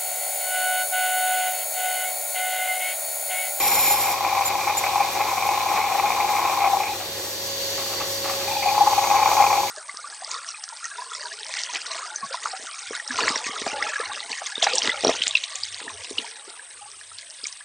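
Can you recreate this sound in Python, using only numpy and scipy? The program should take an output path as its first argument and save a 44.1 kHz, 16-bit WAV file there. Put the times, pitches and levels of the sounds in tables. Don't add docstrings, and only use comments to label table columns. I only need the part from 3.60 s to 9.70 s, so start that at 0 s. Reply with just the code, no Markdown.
import sys
import numpy as np
from scipy import signal
from scipy.fft import rfft, irfft, next_fast_len
from scipy.io import wavfile
from scipy.ndimage import uniform_filter1d, map_coordinates

SR = 44100
rng = np.random.default_rng(int(sys.argv[2]) if len(sys.argv) > 2 else 0)


def unload_audio(sound):
    columns = np.transpose(np.atleast_2d(sound))
    steps = np.round(np.clip(columns, -1, 1) * 32767)
    wavfile.write(sys.argv[1], SR, steps.astype(np.int16))


N = 269010

# time_s, level_db
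DRAW = [(0, -26.5), (.25, -25.5), (.75, -24.5), (1.05, -26), (1.5, -25.5), (1.7, -23.5), (2.4, -23.5),
        (3.1, -21.5), (5.0, -19.5), (5.45, -22), (5.85, -17), (6.01, -23.5), (6.1, -33.5)]
# time_s, depth (0 open air, 1 bottom)
LIFT = [(3.06, .9), (3.1, .86), (3.12, .68), (3.175, .65), (3.205, .46), (3.3, .3), (3.325, .12),
        (3.37, .04)]
# time_s, depth (0 open air, 1 bottom)
LOWER = [(4.6, 0.0084), (4.86, 0.063), (4.89, 0.25), (5.015, 0.06), (5.035, 0.35), (5.14, 0.49),
         (5.19, 0.59), (5.33, 0.78), (5.5, 0.87)]
# time_s, resonance_hz
WELL_HZ = [(2.9, 814), (3.1, 790.6), (3.3, 825.4), (4.85, 832), (5.12, 818), (5.8, 825.5)]
# freq_hz, density_db_per_hz
RING = [(400, -46), (650, -29.5), (750, -3), (795, 0.5), (822, 4.5), (850, 3.5), (895, -22.5), (1100, -44)]
# freq_hz, density_db_per_hz
SHOULDER = [(800, -35), (905, -2), (965, -0.5), (1075, 4), (1150, -4.5), (1220, -10.5), (1350, -14.5),
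            (1700, -43)]
# freq_hz, density_db_per_hz
THIRD = [(1500, -25), (1900, -16), (2080, -2), (2300, 1), (2390, 0.5), (2460, 0.5), (2530, -3.5),
         (2650, -9), (3000, -38.5)]
# freq_hz, density_db_per_hz
FIFTH = [(2800, -25.5), (3500, 1), (3850, 2), (4200, 1), (4800, -24)]
# freq_hz, density_db_per_hz
SPLASH = [(200, -20), (350, -6), (520, 0), (740, 8), (900, -8), (1250, 1.5), (1600, -4), (2600, -8.5),
          (3200, -19), (12000, -26)]
# start_s, pitch_hz, throb_db, length_s, splash_db
GULPS = [(0.169, 840, -14.5, 0.019, -25), (0.456, 820, -15, 0.0092, -25), (0.64, 800, -13.5, 0.01, -19),
         (0.899, 801, -15.5, 0.017, -19.5), (1.071, 833, -13, 0.017, -20.5),
         (1.093, 833, -13.5, 0.018, -19.5), (1.237, 757, -16.5, 0.015, -18),
         (1.263, 810, -13.5, 0.012, -18), (1.402, 805, -9, 0.019, -20), (1.603, 818, -14, 0.022, -18.5),
         (1.776, 810, -20, 0.0086, -21), (1.923, 833, -14, 0.01, -29), (2.061, 818, -12.5, 0.012, -30),
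         (2.113, 795, -11.5, 0.012, -23.5), (2.158, 777, -18, 0.016, -21.5),
         (2.175, 838, -17, 0.057, -22.5), (2.315, 769, -15.5, 0.016, -24), (2.342, 796, -15, 0.019, -25),
         (2.382, 822, -16, 0.017, -23), (2.436, 824, -13, 0.02, -36), (2.453, 824, -11, 0.025, -23),
         (2.476, 828, -14.5, 0.017, -40), (2.594, 790, -10, 0.0056, -25), (2.681, 834, -15.5, 0.032, -23),
         (2.734, 799, -17, 0.0095, -30), (2.791, 815, -15, 0.015, -19), (2.849, 810, -13.5, 0.01, -24),
         (3.04, 774, -10.5, 0.015, -20.5), (3.06, 780, -13, 0.014, -28), (3.132, 775, -14, 0.0098, -22),
         (3.201, 777, -13, 0.014, -18), (3.231, 775, -22, 0.013, -15), (3.261, 815, -24, 0.023, -21),
         (3.289, 850, -19.5, 0.034, -30), (3.32, 814, -21, 0.018, -30), (4.876, 818, -17.5, 0.017, -24),
         (4.908, 878, -19, 0.028, -28), (4.951, 815, -14, 0.01, -20), (4.965, 833, -12, 0.011, -30),
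         (4.986, 813, -20.5, 0.026, -36), (5.023, 825, -19, 0.022, -14), (5.058, 819, -6, 0.0086, -25),
         (5.07, 819, -6.5, 0.0073, -26), (5.081, 817, -12.5, 0.019, -22), (5.1, 821, -15, 0.017, -25),
         (5.121, 801, -15, 0.011, -33), (5.145, 826, -19, 0.013, -21), (5.206, 817, -2.5, 0.024, -23),
         (5.234, 824, -7, 0.011, -22), (5.271, 856, -3, 0.011, -15.5), (5.322, 813, -11.5, 0.02, -22),
         (5.378, 826, -6, 0.018, -21), (5.438, 864, -8.5, 0.0094, -17), (5.541, 798, -10, 0.012, -18),
         (5.555, 831, -9, 0.016, -23), (5.594, 841, -12, 0.013, -35), (5.621, 817, -7.5, 0.017, -31),
         (5.667, 832, -7.5, 0.014, -23), (5.724, 816, -11, 0.013, -26), (5.76, 837, -11, 0.017, -24),
         (5.774, 847, -7, 0.015, -27), (5.8, 812, -6.5, 0.023, -27), (5.976, 817, -11, 0.033, -28)]
# start_s, level_db
POPS = [(.607, -12), (.648, -10.5), (.665, -13), (.726, -11.5), (.770, -9.5), (.779, -17), (.809, -9.5),
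        (.819, -13), (.953, -10), (1.169, -17), (1.357, -6.5), (1.379, -12.5), (1.446, -14.5), (1.715, -14),
        (1.824, -12.5), (1.853, -11), (1.889, -7.5), (1.975, -12), (2.005, -12.5), (2.085, -14),
        (2.138, -12), (2.240, -12), (2.396, -7), (2.503, -8.5), (2.551, -19), (2.601, -8), (2.645, -11),
        (2.896, -9.5), (3.004, -12), (3.019, -15), (3.040, -15), (3.074, -8.5), (3.099, -15),
        (3.143, -13.5), (3.169, -11.5), (5.179, -7.5), (5.422, -12), (5.471, -9.5), (5.485, -18),
        (5.501, -6.5), (5.512, -6), (5.658, -5.5), (5.715, -6.5), (5.823, -3), (5.840, -7), (5.865, -6.5),
        (5.904, -11), (5.928, -5), (5.955, -13), (6.004, -13), (6.032, -12.5)]
# multiple of the lowest resonance, level_db, decay_s
POP_MODES = [(1, -3, 0.0084), (1.3, -4.5, 0.0032), (2.96, -15.5, 0.0027)]
# start_s, level_db, decay_s
SPITS = [(3.33, -28, 0.026), (3.398, -30, 0.041), (3.635, -39, 0.05), (4.175, -30.5, 0.072),
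         (4.3, -34, 0.046), (4.398, -22.5, 0.021), (4.641, -26, 0.061), (4.675, -34, .02),
         (4.697, -29.5, 0.032), (4.79, -35, 0.089)]
# freq_hz, density_db_per_hz
SPRAY = [(250, -15), (380, 0.5), (500, -7), (660, -3), (830, 9), (960, -9), (1130, 4.5), (1450, -6),
         (2400, -7), (2750, -5), (2950, -13), (6000, -19), (14000, -26)]
# time_s, level_db
GAP_FLOW = [(0, -22.5), (.13, -21), (.335, -20.5), (.36, -25.5), (.45, -24.5), (.48, -32), (.525, -28),
            (.55, -55), (.7, -68)]
# centre_s, level_db, half_length_s
SQUIRTS = [(.872, -24.5, 0.016), (1.184, -24.5, 0.013), (1.53, -33, 0.0063), (1.873, -32, 0.0064)]
# freq_hz, density_db_per_hz
GAP = [(2000, -16.5), (3100, -13), (3700, -11), (4300, -10), (5000, -16), (5750, -9), (6600, -19),
       (7200, -9), (7700, -14), (10700, 1), (11800, 0.5), (12600, -6), (13500, -4), (14800, -18),
       (15800, -23)]
# freq_hz, width_hz, level_db re full flow, gain_db per dB of flow
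GAP_MODES = [(5370, 220, -15.5, 1.1), (7100, 110, -9, 3.8), (7270, 460, -12, 0.5)]
# time_s, shaft_tone_db, blade_whine_db
MOTOR = [(0, -40.5, -52.5), (2, -42, -47), (3.3, -42, -51), (3.78, -41.5, -49), (3.88, -37, -40),
         (4.05, -35, -44), (4.95, -34, -47), (5.12, -33.5, -42), (5.45, -33.5, -37), (6.1, -35, -38)]
# multiple, level_db
OVERTONES = [(1, -2.5), (2, -19.5)]
# multiple, level_db
WHINE = [(9, -13), (12, -3)]
# freq_hz, level_db
HUM = [(100, -52), (200, -57)]
# time_s, level_db
AIRFLOW = [(.6, -38), (1.2, -36), (2.9, -36.5), (3.8, -38), (3.89, -35.5), (4.7, -34.5), (5.9, -33.5),
           (6.1, -36)]
# freq_hz, density_db_per_hz
EXHAUST = [(1500, -22), (2550, -7.5), (2850, -2.5), (3050, -3), (3300, -4), (3700, 0), (4020, -1.5),
           (4430, -0.5), (4920, -17), (5080, -19), (7000, -58.5)]
# freq_hz, density_db_per_hz
RUSH = [(2500, -13), (4700, -5), (5300, 4.5), (5750, 6.5), (6400, 1.5), (7800, 3.5), (9300, 3),
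        (11000, -2.5), (12600, 4), (14000, -6), (15800, -9.5)]
# freq_hz, density_db_per_hz
RUMBLE = [(20, -58), (60, -13), (150, -12.5), (240, -16), (360, 0.5), (430, -5), (490, -1), (700, -7.5),
          (1080, -8.5), (1220, -16), (1420, -14.5), (1620, -10.5), (2050, -9.5), (3500, -45)]
# freq_hz, width_hz, level_db
DUCT = [(1830, 200, -23), (3250, 200, -10.5), (3490, 260, -9.5), (4225, 100, -4.5), (4550, 93, 2),
        (4747, 200, -1), (4890, 120, -8), (5590, 170, -6), (5860, 230, -2.5), (6080, 260, -5.5),
        (6680, 430, -6)]
# time_s, lower_resonances_db, upper_resonances_db
DUCT_LEVEL = [(0, -45.5, -47), (3.3, -48.5, -52), (3.72, -45.5, -51), (3.9, -40.5, -42), (4.1, -39.5, -42),
              (4.95, -39.5, -44), (5.3, -38.5, -38.5), (5.5, -41.5, -39), (5.9, -40, -38),
              (6.1, -43.5, -43)]
# freq_hz, likeness
ALIKE = [(100, 0.37), (2400, 1), (3200, 0.27), (5500, 0.46), (8000, 0.82), (9700, 1), (11000, 1),
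         (11800, 0.7), (13200, 0.47), (14200, .98)]
# freq_hz, phase_rad
PHASE = [(300, -.04), (550, -.05), (810, -.3), (980, -.14), (1500, 0), (5000, 0), (6500, .7), (8500, 2.7),
         (9600, 3.12), (11000, 3.16), (13200, 4.9), (14000, 6.28)]

NODE_LEAK = 0.16
HOLLOW_HZ, HOLLOW_WIDTH_HZ, HOLLOW_SHARE = 890, 34, 0.39
THIRD_HZ, THIRD_WIDTH_HZ = 2438, 160
THIRD_FLUTTER_DB, THIRD_FLUTTER_KNOTS_PER_S = 1.6, 35
CHOKE_LEAD_S, CHOKE_S, CHOKE_DB = .001, .006, 4
GULP_ATTACK_S, GULP_DECAY_S, GULP_RELEASE_S = 0.0021, 0.039, 0.0029
THROB_TRIM_DB, WET_TRIM_DB = -2.1, -4.5
THROB_THIRD_DB = -21
POP_ATTACK_S, POP_SCATTER = .0008, .012
SPATTER_DB, SPATTER_DECAY_S = -17, .009
SPIT_RISE_S = 0.0045
LEAK_DB, LEAK_FADE_DB_PER_S = -39, 2
SHAFT_HZ = 548.2
HUM_FOLLOWS = 0.33
DUCT_SPLIT_HZ = 5200
DUCT_DRIFT, DUCT_SWELL_DB = .0025, 1.2
LOW_CUT_HZ, TOP_HZ = 42, 15850


def amp(db):
    return 10 ** (np.asarray(db) / 20)


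def unit(x):
    return x / np.sqrt(np.mean(x ** 2) + 1e-20)


def clock():
    return np.arange(N) / SR


def age(start_s):
    return np.maximum(clock() - start_s, 0)


def along(points, hz):
    f, v = np.transpose(points)
    return np.interp(np.log(hz + 1), np.log(f), v)


def curves(rows):
    s, *cols = np.transpose(rows)
    return [np.interp(clock(), s, c) for c in cols]


def wobble(knots_per_s):
    knots = rng.standard_normal(int(N * knots_per_s / SR) + 4)
    return map_coordinates(knots, [clock() * knots_per_s])


def white():
    return rng.standard_normal(N)


def filtered(x, response):
    m = next_fast_len(N + SR // 4)
    return irfft(rfft(x, m) * response(np.fft.rfftfreq(m, 1 / SR)), m)[..., :N]


def coloured(x, spectrum):
    def causal(f):
        log_gain = np.log(amp(along(spectrum, f)))
        mirrored = np.r_[log_gain, log_gain[-2:0:-1]]
        return np.exp(np.conj(signal.hilbert(mirrored)[:len(f)]))
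    return unit(filtered(x, causal))


def bandpass(f, hz, width_hz):
    damping = 1j * f * width_hz
    return damping / (hz * hz - f * f + damping)


def resonate(x, hz, width_hz):
    return unit(filtered(x, lambda f: bandpass(f, hz, width_hz) ** 2))


def air(spectrum, alike):
    def balance(f):
        angle = np.arccos(np.clip(along(alike, f), -1, 1)) / 2
        return np.array([np.cos(angle), np.sin(angle)])
    mid, side = filtered(rng.standard_normal((2, N)), balance)
    return coloured(np.array([mid + side, mid - side]), spectrum)


def panned(x, left_db):
    return filtered(x, lambda f: amp(np.outer([.5, -.5], along(left_db, f))))


def bent(x, pitch):
    fine = signal.resample_poly(x, 4, 1)
    return map_coordinates(fine, [4 * np.cumsum(pitch)], order=1, mode="mirror")


def well_hz(s):
    return np.interp(s, *np.transpose(WELL_HZ))


def coupling(order):
    depth = np.clip(curves(np.vstack([LIFT, LOWER]))[0], 0, 1)
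    return np.hypot(np.sin(order * np.pi / 2 * depth), NODE_LEAK * depth)


def third_ring(drive, immersion):
    note = amp(-5.5) * resonate(drive, THIRD_HZ, THIRD_WIDTH_HZ)
    return note + immersion * coloured(drive * white(), THIRD)


def hollowed(x):
    return filtered(x, lambda f: 1 - HOLLOW_SHARE * bandpass(f, HOLLOW_HZ, HOLLOW_WIDTH_HZ))


def sputter(bursts_per_s, fade_s, spread_db):
    gaps, sizes = rng.standard_normal((N // 100, 2)).T
    starts = np.r_[0, np.cumsum(np.exp(.5 * gaps)) / bursts_per_s]
    last = np.searchsorted(starts, clock(), side="right") - 1
    chain = amp(spread_db * sizes[last]) * np.exp(-(clock() - starts[last]) / fade_s)
    return unit(uniform_filter1d(chain, size=SR // 200))


def froth(drops_per_s, drop_db):
    drops = (rng.random(N) < drops_per_s / SR) * white()
    return unit(white() + amp(drop_db) * unit(drops))


def gurgle():
    draw_db, = curves(DRAW)
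    chokes = sum(np.exp(-np.square((clock() - s + CHOKE_LEAD_S) / CHOKE_S)) for s, _ in POPS)
    strength = sputter(bursts_per_s=150, fade_s=0.011, spread_db=1.32)
    strength = strength * amp(-CHOKE_DB * np.minimum(1, chokes))
    flow = lambda: strength * froth(drops_per_s=450, drop_db=-6.5)
    lowest = coupling(order=1)
    deep = lowest ** 2.4
    pitch = well_hz(clock())
    reading = np.cumsum(pitch / np.median(pitch))
    column = map_coordinates(coloured(flow(), RING), [reading], mode="mirror")
    ring = amp(draw_db - 4) * lowest * column
    shoulder = amp(draw_db - 6.5) * deep * coloured(flow(), SHOULDER)
    splash = amp(draw_db - 14.0) * deep * coloured(flow(), SPLASH)
    flutter_db = THIRD_FLUTTER_DB * wobble(THIRD_FLUTTER_KNOTS_PER_S)
    third = amp(0.31 * draw_db - 28 + flutter_db) * coupling(order=3) * third_ring(flow(), lowest)
    fifth = amp(0.26 * draw_db - 35.0) * coupling(order=5) * coloured(flow(), FIFTH)
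    return ring + shoulder + splash + third + fifth


def gulps():
    t = np.arange(SR // 8) / SR
    ring, overtone, burst = np.zeros((3, N + SR))
    lowest, third = coupling(order=1), coupling(order=3)
    splash = coloured(white(), SHOULDER) + amp(-4.5) * coloured(white(), SPLASH)
    wet = lowest ** 2.0 * splash + amp(-3.5) * third * third_ring(white(), lowest)
    glides = rng.standard_normal(len(GULPS))
    for (s, pitch_hz, throb_db, length_s, splash_db), glide in zip(GULPS, glides):
        shape = (1 - np.exp(-t / GULP_ATTACK_S)) * np.exp(-t / GULP_DECAY_S)
        shape = shape / (1 + np.exp((t - length_s) / GULP_RELEASE_S))
        hz = pitch_hz * (1 + 0.032 * glide * np.exp(-t / 0.0047))
        phase = 2 * np.pi * np.cumsum(hz) / SR
        throb = amp(throb_db + THROB_TRIM_DB) * shape
        start = round(s * SR)
        ring[start:][:len(t)] += throb * np.sin(phase)
        overtone[start:][:len(t)] += amp(THROB_THIRD_DB) * throb * np.sin(3 * phase)
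        burst[start:][:len(t)] += amp(splash_db + WET_TRIM_DB) * shape
    return ring[:N] + overtone[:N] * third / (lowest + 1e-6) + burst[:N] * wet


def pops():
    t = np.arange(SR // 16) / SR
    out = np.zeros(N + SR)
    detunings = rng.standard_normal((len(POPS), len(POP_MODES)))
    for (s, db), detunes in zip(POPS, detunings):
        hz = well_hz(s) * (1 + POP_SCATTER * detunes)
        ring = np.zeros(len(t))
        for k, (multiple, mode_db, decay_s) in enumerate(POP_MODES):
            mode = np.exp(-t / decay_s) * np.sin(2 * np.pi * multiple * hz[k] * t)
            ring += (-1) ** k * amp(mode_db) * mode
        out[round(s * SR):][:len(t)] += amp(db) * (1 - np.exp(-t / POP_ATTACK_S)) * ring
    return out[:N]


def spatter():
    bursts = np.zeros(N)
    for s, db in POPS:
        shape = (1 - np.exp(-age(s) / POP_ATTACK_S)) * np.exp(-age(s) / SPATTER_DECAY_S)
        bursts += amp(db + SPATTER_DB) * shape
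    return bursts * (coupling(order=3) * coloured(white(), THIRD) + coloured(white(), SHOULDER))


def spits():
    bursts = np.zeros(N)
    for s, db, decay_s in SPITS:
        bursts += amp(db) * (1 - np.exp(-age(s) / SPIT_RISE_S)) * np.exp(-age(s) / decay_s)
    rattle = amp(1.3 * wobble(110)) * froth(drops_per_s=500, drop_db=-1)
    return bursts * coloured(rattle, SPRAY)


def swells(rows):
    return sum(amp(db) * np.exp(-.5 * ((clock() - s) / half_s) ** 4) for s, db, half_s in rows)


def whistle():
    flow_db, = curves(GAP_FLOW)
    full_db = flow_db.max()
    leak = amp(LEAK_DB - LEAK_FADE_DB_PER_S * clock())
    squirts = swells(SQUIRTS)
    broken = lambda: amp(2.2 * wobble(70))
    hiss_level = (amp(flow_db) + leak) * amp(1.4 * wobble(118.6)) + amp(-2.5) * squirts
    hiss = hiss_level * air(GAP, ALIKE)
    rasp = np.zeros(N)
    for hz, width_hz, db, gain_db in GAP_MODES:
        level_db = full_db + db + gain_db * (flow_db - full_db)
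        rasp += amp(level_db) * broken() * resonate(white(), hz, width_hz)
    song_level = amp(-25) * leak * broken() + amp(-1.0) * squirts
    song = song_level * resonate(white(), hz=7196, width_hz=130)
    well = amp(flow_db - 11.5) * coloured(white(), THIRD)
    return hiss + rasp + song + well


def machine():
    shaft_db, blade_db = curves(MOTOR)
    air_db, = curves(AIRFLOW)
    turn = 2 * np.pi * np.cumsum(SHAFT_HZ * (1 + 0.00022 * wobble(4.9))) / SR
    tone = sum(amp(shaft_db + db + 1.1 * wobble(5.9)) * np.sin(round(k) * turn) for k, db in OVERTONES)
    whine = sum(amp(blade_db + db + 1.9 * wobble(10)) * np.sin(round(k) * turn) for k, db in WHINE)
    hum = np.zeros(N)
    for hz, db in HUM:
        level_db = db + HUM_FOLLOWS * (shaft_db - shaft_db.mean()) + wobble(5.43)
        hum += amp(level_db) * np.sin(2 * np.pi * hz * clock())
    exhaust_alike = [(2000, 1.0), (3000, -0.25), (5000, -0.3)]
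    rumble_alike = [(60, 1.0), (150, 1.0), (400, 0.93), (2000, 0.96)]
    exhaust = amp(air_db + 0.95 * wobble(13)) * air(EXHAUST, exhaust_alike)
    rush = amp(0.7 * air_db - 7.5 + 0.93 * wobble(14)) * air(RUSH, ALIKE)
    rumble = amp(0.72 * air_db - 12.5 + 1.43 * wobble(8.4)) * air(RUMBLE, rumble_alike)
    tones = np.sqrt(2) * (tone + whine + hum)
    return tones + exhaust + duct() + rush + rumble


def duct():
    lower_db, upper_db = curves(DUCT_LEVEL)
    howl = np.zeros((2, N))
    for hz, width_hz, db in DUCT:
        pitch = 1 + DUCT_DRIFT * wobble(4.5)
        channels = resonate(rng.standard_normal((2, N)), hz, width_hz)
        group_db = lower_db if hz < DUCT_SPLIT_HZ else upper_db
        level_db = db + group_db + DUCT_SWELL_DB * wobble(7)
        howl += amp(level_db) * np.array([bent(channel, pitch) for channel in channels])
    return howl


def scene():
    well_left_db = [(400, -1.0), (730, 9.0), (830, 2.5), (1050, 3.0), (1500, 0.0)]
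    machine_left_db = [(150, 1.7), (350, -1.5), (600, -2.5), (1500, 0.0), (4500, -0.5), (8000, 1.63)]
    well = hollowed(gurgle() + gulps() + pops() + spatter() + spits())
    return panned(well, well_left_db) + whistle() + panned(machine(), machine_left_db)


def record(dry):
    def stereo(f):
        band = f ** 4 / np.hypot(f ** 4, LOW_CUT_HZ ** 4) * (f < TOP_HZ)
        return np.array([np.ones_like(f), np.exp(-1j * along(PHASE, f))]) * band
    return filtered(dry, stereo)


dry = scene()
out = record(dry)
unload_audio(out)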